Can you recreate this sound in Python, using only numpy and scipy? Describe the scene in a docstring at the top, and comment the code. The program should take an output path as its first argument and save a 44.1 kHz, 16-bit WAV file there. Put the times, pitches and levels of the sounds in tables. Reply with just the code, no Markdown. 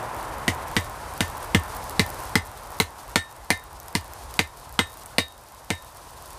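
"""An outdoor forge, in mono: fourteen hand-hammer blows on a sparking-hot bar, mostly harder as they go.
Each is a noise crack, knock and scale crush, a short clank of damped sines, and a thud of stand and ground;
the anvil's sine modes ring through more in the later blows, as the bar cools. Ground and walls answer.
Filtered noise makes the fire's steady rush and the scale's hiss, random impulses its crackle, noise its pops.
Loud blows push the recorder's gain down, so the fire ducks and creeps back."""
import sys
import numpy as np
from scipy import signal
from scipy.fft import rfft, irfft, next_fast_len
from scipy.io import wavfile
from scipy.ndimage import uniform_filter1d, map_coordinates

SR = 44100
rng = np.random.default_rng(int(sys.argv[2]) if len(sys.argv) > 2 else 0)


def to_wav(s):
    """Save 16-bit WAV."""
    ch = np.atleast_2d(s).T  # columns
    pcm = np.round(np.clip(ch, -1, 1) * 32767)  # PCM
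    wavfile.write(sys.argv[1], SR, pcm.astype(np.int16))


N = 281572

# Hammer blows. Each row: start in seconds, contact force in relative dB, thud in relative dB,
# squareness from -1 glancing to 1 flat on, then in relative dB against the force:
# clank, ring of the anvil's low modes, ring of its upper modes.
HAMMER_BLOWS = [(0.4798, -2.5, -20, .2, -15.5, -38, -39), (0.7655, -2.5, -18, -0.55, -18, -28, -36),
                (1.2064, -3, -18.5, 0.61, -23.5, -26.5, -42), (1.5471, -1.5, -11, -0.46, -17, -31, -42),
                (1.9946, -0.5, -16.5, .4, -16.5, -25, -45), (2.3548, 5, -11.5, 0.24, -15.5, -23.5, -45),
                (2.8006, 8, -14, 0.94, -19, -34, -48), (3.158, 12, -12.5, -0.33, -24.5, -24, -31.5),
                (3.504, 10, -15, 0.64, -17, -25, -36), (3.952, 3.5, -14.5, 0.39, -19.5, -30.5, -39),
                (4.3914, 11, -13, -0.29, -20, -29.5, -38), (4.7907, 10.5, -12, -.9, -19.5, -26, -27),
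                (5.1832, 14, -12.5, 0.1, -22, -31.5, -24), (5.7035, 4, -12.5, 0.078, -18, -25.5, -29.5)]
# Modes of the anvil. Each row: frequency in Hz, relative level in dB, time to fall 60 dB in seconds.
ANVIL_MODES = [(1793, 0, .23), (1879, -9, .23), (2088, -3, .13), (3753, 0, .28), (3951, -14, .2),
               (6459, -8, .1), (8252, 0, .19), (12820, -11, .17)]
# Where the low, middle and high ring levels apply on the anvil. One column: frequency in Hz.
RING_ANCHORS = [1800, 3750, 8250]
# Modes of the anvil's stand. Each row: nominal frequency in Hz, relative level in dB,
# time to fall 60 dB in seconds, share fed by the hard knock rather than the soft thud, 0 to 1.
STAND_MODES = [(182, -23.5, 0.11, 0), (205.4, -2.5, 0.048, 0.11), (241, -5, 0.054, 0.37),
               (306.5, -7, 0.058, 0.52), (453, -8.5, 0.056, 0.58), (937, -6.5, 0.033, 1)]
# Spectra of the hammer's crack, the crushed scale, the knock, the forge fire, the fizzing scale and
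# its sparks. Each row: frequency in Hz, relative level in dB.
CRACK_SPECTRUM = [(500, -43), (1400, 1), (2900, 3), (4000, 3.5), (5500, -6.5), (7000, -14), (9000, -7),
                  (11000, -19.5), (15000, -23.5)]
CRUSH_SPECTRUM = [(400, 3.5), (1200, -11.5), (2800, 6), (4500, -1), (6200, 0), (8500, -4.5), (11500, -9),
                  (15000, -22)]
KNOCK_SPECTRUM = [(100, -7), (350, -5), (650, 8), (930, 9.5), (1200, 4), (1600, 7), (2600, -19.5)]
FIRE_SPECTRUM = [(15, -38), (25, -18), (37, 2.5), (54, 5.5), (134, -2.5), (168, -12), (430, -9),
                 (494, -6.5), (1040, 0), (1190, -6.5), (1320, -7), (1430, -9), (3000, -24), (3900, -29),
                 (6600, -120)]
FIZZ_SPECTRUM = [(1200, -31), (2500, -0.5), (4500, 4), (7000, 1.5), (9300, 3.5), (12000, -0.5), (15000, -6)]
SPARK_SPECTRUM = [(1500, -26), (3500, -10), (6500, -5), (10000, 0), (15000, -.5)]
# The largest flakes of scale burst off the bar. 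One column: start in seconds.
FLAKE_TIMES = [1.7686, 1.8961, 2.0652, 2.1027, 3.6397, 3.801, 3.883, 4.1356, 4.341, 4.726, 4.9724, 5.0607,
               5.2833]
# Reflections from the ground and nearby walls. Each row: delay in seconds, level in dB.
REFLECTIONS = [(.0053, -25), (.007, -14), (0.0123, -20.5), (0.0205, -18.5)]
# The fire's rush settles early on. Each row: time in seconds, relative level in dB.
RUSH_LEVEL = [(0, -33), (.7, -35.5), (.9, -38), (1.4, -36.5), (6.38, -38.5)]

TIME = np.arange(N) / SR  # seconds
AGE = np.arange(SR // 2) / SR  # seconds since a contact
# The clank rises towards its pitch as the first blows seat the bar.
CLANK_HZ, CLANK_RISE_HZ, SETTLE_S = 2063, 132, 0.3
# Crack of a blow at 0 dB of force, neither flat nor glancing.
CRACK_DB, TILT_DB_PER_KHZ = -7, 0.52
# What landing flat (squareness 1) adds to the crack, the top ring and the brightness.
SQUARE_CRACK_DB, SQUARE_TOP_DB, SQUARE_DB_PER_KHZ = 0.5, -3, 1.07
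SQUARE_SHORTENS_DB = 1.55  # contact length lost when flat, as an amplitude ratio in dB
CRUSH_DB, CRUSH_GROWS = -22, 0.72  # crushed scale, and its dB per dB of force
# Relative knock level, and its dB per dB of force and of thud.
KNOCK_DB, KNOCK_GROWS, KNOCK_FOLLOWS_THUD = -11.5, 0.92, 0.68
TOP_RING_DB = -8  # highest anvil modes against the upper ring level
# The fizz grows as the scale is broken up; its ticks and pops grow with it.
FIZZ_DB, FIZZ_DB_PER_S, TICKS_PER_S = -48.4, 0.93, 560
TICKS_DB, POP_DB = -2.6, 30.4  # tick rms and pop peak against the fizz
RUMBLE_DB = -44
GAIN_LIMIT_DB, RECOVER_DB_PER_S, SENSE_HZ = -15, 5, 500  # the recorder's gain control
TOP_HZ = 15150  # the recorder's band limit


def amp(db):
    """Decibels to gain."""
    return 10 ** (np.asarray(db) / 20)


def unit(x):
    """Scale to rms 1."""
    return x / np.sqrt(np.mean(x ** 2) + 1e-20)


def fade(t60):
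    """Free decay after a contact, falling 60 dB in t60 seconds."""
    return amp(-60 * AGE / max(t60, 1e-4))


def swell(rise):
    """Exponential build-up after a contact, with a time constant in seconds."""
    return 1 - np.exp(-AGE / max(rise, 1e-5))


def add(track, s, sound):
    """Mix a sound into a track at s seconds, cut off at the track's end."""
    part = track[max(round(s * SR), 0):][:len(sound)]
    part += sound[:len(part)]


def filtered(x, response):
    """Multiply the spectrum of x by a response given as a function of Hz."""
    size = next_fast_len(len(x) + SR // 8)  # room for the filter's tail
    spectrum = rfft(x, size) * response(np.fft.rfftfreq(size, 1 / SR))
    return irfft(spectrum, size)[:len(x)]


def low_pass(hz, corner_hz, order):
    """Gain that falls smoothly above a corner frequency."""
    return 1 / (1 + (hz / corner_hz) ** order)


def coloured(x, points, tilt=0):
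    """Shape x by a spectrum of (Hz, dB) points, tilted in dB per kHz, at rms 1."""
    f, db = np.transpose(points)
    db = db + tilt * f / 1000
    return unit(filtered(x, lambda hz: amp(np.interp(np.log(hz + 1), np.log(f), db))))


def burst(points, envelope, tilt=0):
    """Coloured noise under an envelope, with the envelope's energy every time."""
    noise = coloured(rng.standard_normal(len(AGE)), points, tilt) * envelope
    return noise * np.linalg.norm(envelope) / np.linalg.norm(noise)


def wobble(rate):
    """A smooth random curve through a given number of knots a second."""
    knots = rng.standard_normal(int(N * rate / SR) + 4)
    return map_coordinates(knots, [TIME * rate])


def hammering():
    """Each blow excites sharp contacts, ringing steel and thuds, returned as three tracks."""
    contacts, steel, thuds = np.zeros((3, N))
    for s, force_db, thud_db, square, clank_db, low_db, upper_db in HAMMER_BLOWS:
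        crack_db = force_db + CRACK_DB + SQUARE_CRACK_DB * square
        crush_db = CRUSH_DB + CRUSH_GROWS * force_db
        knock_db = KNOCK_DB + KNOCK_GROWS * force_db + KNOCK_FOLLOWS_THUD * thud_db
        tilt = TILT_DB_PER_KHZ + SQUARE_DB_PER_KHZ * square
        give = amp(-SQUARE_SHORTENS_DB * square)  # a glancing contact is longer and blunter
        # the face first grazes the scale, then lands
        add(contacts, s - .003, amp(crush_db - 27) * burst(CRUSH_SPECTRUM, fade(0.0074)))
        add(contacts, s, amp(crack_db) * crack(tilt, t60=0.0105 * give, push=2.3 / give))
        crush_envelope = fade(0.099) * swell(0.0007)
        add(contacts, s, amp(crush_db) * burst(CRUSH_SPECTRUM, crush_envelope, tilt / 2))
        knock_envelope = fade(0.036) * swell(0.00012)
        add(contacts, s, amp(knock_db + 5.5) * burst(KNOCK_SPECTRUM, knock_envelope))

        clank_hz = CLANK_HZ - CLANK_RISE_HZ * np.exp((HAMMER_BLOWS[0][0] - s) / SETTLE_S)
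        clank_gain = amp(force_db + clank_db + 2.5)
        add(steel, s, clank_gain * clank(clank_hz, spread=0.0832, t60=0.056, count=9))
        top_db = upper_db + TOP_RING_DB + SQUARE_TOP_DB * square
        ring_db = force_db + np.array([low_db, upper_db, top_db])
        add(steel, s, anvil_ring(ring_db, scatter_db=1))

        add(thuds, s, amp(13.5) * stand(thud_db, knock_db, scatter_db=1.5))
        bounce = ground(rest_hz=65.7, stiff_hz=59.3, relax=0.039, t60=0.11)
        add(thuds, s, amp(thud_db + 17) * bounce)
    return contacts, steel, thuds


def crack(tilt, t60, push):
    """The hammer face lands: one sharp push of air, then a brief splutter as the scale shatters."""
    envelope = fade(t60) * swell(.00025)
    force = rng.standard_normal(len(AGE)) * envelope
    force[np.argmax(envelope)] += push
    return coloured(force, CRACK_SPECTRUM, tilt) * np.sqrt(np.mean(fade(t60) ** 2))


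def clank(hz, spread, t60, count):
    """Hammer, bar and tongs, pressed together, ring in a cluster of damped modes."""
    pitch = hz * np.exp(spread * rng.standard_normal((count, 1)))
    pitch[0] = hz
    size = np.where(np.arange(count) == 0, 1, .4)  # the first mode leads
    modes = np.sin(2 * np.pi * (pitch * AGE + rng.random((count, 1))))
    ring = size @ modes * fade(t60) * swell(0.00096)
    return ring * np.linalg.norm(fade(t60)) / np.linalg.norm(ring)


def anvil_ring(levels_db, scatter_db):
    """Where the hammer lands decides how strongly the low, middle and high modes ring."""
    ring = 0
    for hz, db, t60 in ANVIL_MODES:
        level = db + np.interp(hz, RING_ANCHORS, levels_db) + scatter_db * rng.standard_normal()
        ring = ring + amp(level) * fade(t60) * np.sin(2 * np.pi * (hz * AGE + rng.random()))
    return ring * swell(0.009)


def stand(thud_db, knock_db, scatter_db):
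    """The stand is pushed down; a harder contact reaches more of its upper modes."""
    seat = np.exp(0.028 * rng.standard_normal())  # it never seats quite the same
    ring = 0
    for hz, db, t60, hard in STAND_MODES:
        drive_db = thud_db + hard * (knock_db - thud_db)
        level = db + drive_db + scatter_db * rng.standard_normal()
        ring = ring - amp(level) * fade(t60) * np.sin(2 * np.pi * seat * hz * AGE)
    return ring * swell(0.0045)


def ground(rest_hz, stiff_hz, relax, t60):
    """The ground under the stand bounces, sinking in pitch as the load eases."""
    turns = np.cumsum(rest_hz + stiff_hz * np.exp(-AGE / relax)) / SR
    return np.cos(2 * np.pi * turns) * swell(0.029) ** 2 * fade(t60)


def reflections(contacts):
    """Ground and nearby walls return delayed, weaker copies of the sharp contacts."""
    echoes = np.zeros(N)
    for delay, db in REFLECTIONS:
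        add(echoes, delay, amp(db) * contacts)
    return echoes


def yard(x, tail_db, t60):
    """A short diffuse answer from the things standing around, a little different for every blow."""
    answer = np.zeros(N)
    starts = [round(s * SR) for s, *_ in HAMMER_BLOWS]
    for start, end in zip(starts, starts[1:] + [N]):
        tail = rng.standard_normal(len(AGE)) * fade(t60) * swell(0.0081)
        add(answer, start / SR, signal.fftconvolve(x[start:end], tail / np.linalg.norm(tail)))
    return amp(tail_db) * answer


def sizzle(fizz_db, spread_db):
    """Burning scale: a fine hiss, countless tiny ticks of random size and a few louder pops."""
    hiss = amp(fizz_db + 1.7 * wobble(52)) * coloured(rng.standard_normal(N), FIZZ_SPECTRUM)
    size_db = spread_db * np.minimum(rng.exponential(size=N), 3.7)
    sizes = amp(size_db) * rng.choice([-1, 1], N)
    struck = rng.random(N) < TICKS_PER_S / SR
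    ticks = amp(fizz_db + TICKS_DB) * coloured(sizes * struck, SPARK_SPECTRUM)
    pops = np.zeros(N)
    for s in FLAKE_TIMES:
        pop = burst(SPARK_SPECTRUM, fade(0.0028))
        add(pops, s, pop / np.abs(pop).max())
    return hiss + ticks + amp(fizz_db + POP_DB) * pops


def forge(rumble_db, rush_db, split_hz):
    """The fire rushes in mid pitches over a low, unsteady rumble, both filtered from one noise."""
    fire = coloured(rng.standard_normal(N), FIRE_SPECTRUM)
    low = filtered(fire, lambda hz: low_pass(hz, split_hz, 4))
    rumble = amp(rumble_db + 2.3 * wobble(20)) * unit(low)
    rush = amp(rush_db + 0.5 + 0.55 * wobble(20.94)) * unit(fire - low)
    return rumble + rush


def gain_control(x, size):
    """Gain drops at once to hold the next size samples (bass aside) to the limit, then creeps back."""
    sensed = filtered(x, lambda hz: 1 - low_pass(hz, SENSE_HZ, 4))
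    power = np.abs(uniform_filter1d(sensed ** 2, size, origin=-(size // 2)))  # looks ahead
    allowed_db = np.minimum(GAIN_LIMIT_DB - 10 * np.log10(power + 1e-12), 0)
    creep_db = RECOVER_DB_PER_S * TIME
    gain_db = np.minimum.accumulate(allowed_db - creep_db) + creep_db
    return x * amp(gain_db)


def scene():
    """Blows with their echoes, over the fire and the sizzling bar."""
    contacts, steel, thuds = hammering()
    blows = contacts + steel + thuds + reflections(contacts)
    blows = blows + yard(contacts + steel, tail_db=-12.5, t60=0.15)
    rush_db = np.interp(TIME, *np.transpose(RUSH_LEVEL))
    fire = forge(RUMBLE_DB, rush_db, split_hz=118)
    bar = sizzle(FIZZ_DB + FIZZ_DB_PER_S * TIME, spread_db=15)
    return (blows + fire + bar)[None]


def record(dry):
    """The recorder rides its gain, rounds off the highest peaks and cuts steeply above its band limit."""
    held = gain_control(dry[0], size=512)
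    rounded = held / (1 + np.abs(held) ** 6) ** (1 / 6)
    return filtered(rounded, lambda hz: low_pass(hz, TOP_HZ, 200))[None]


dry = scene()
out = record(dry)
to_wav(out)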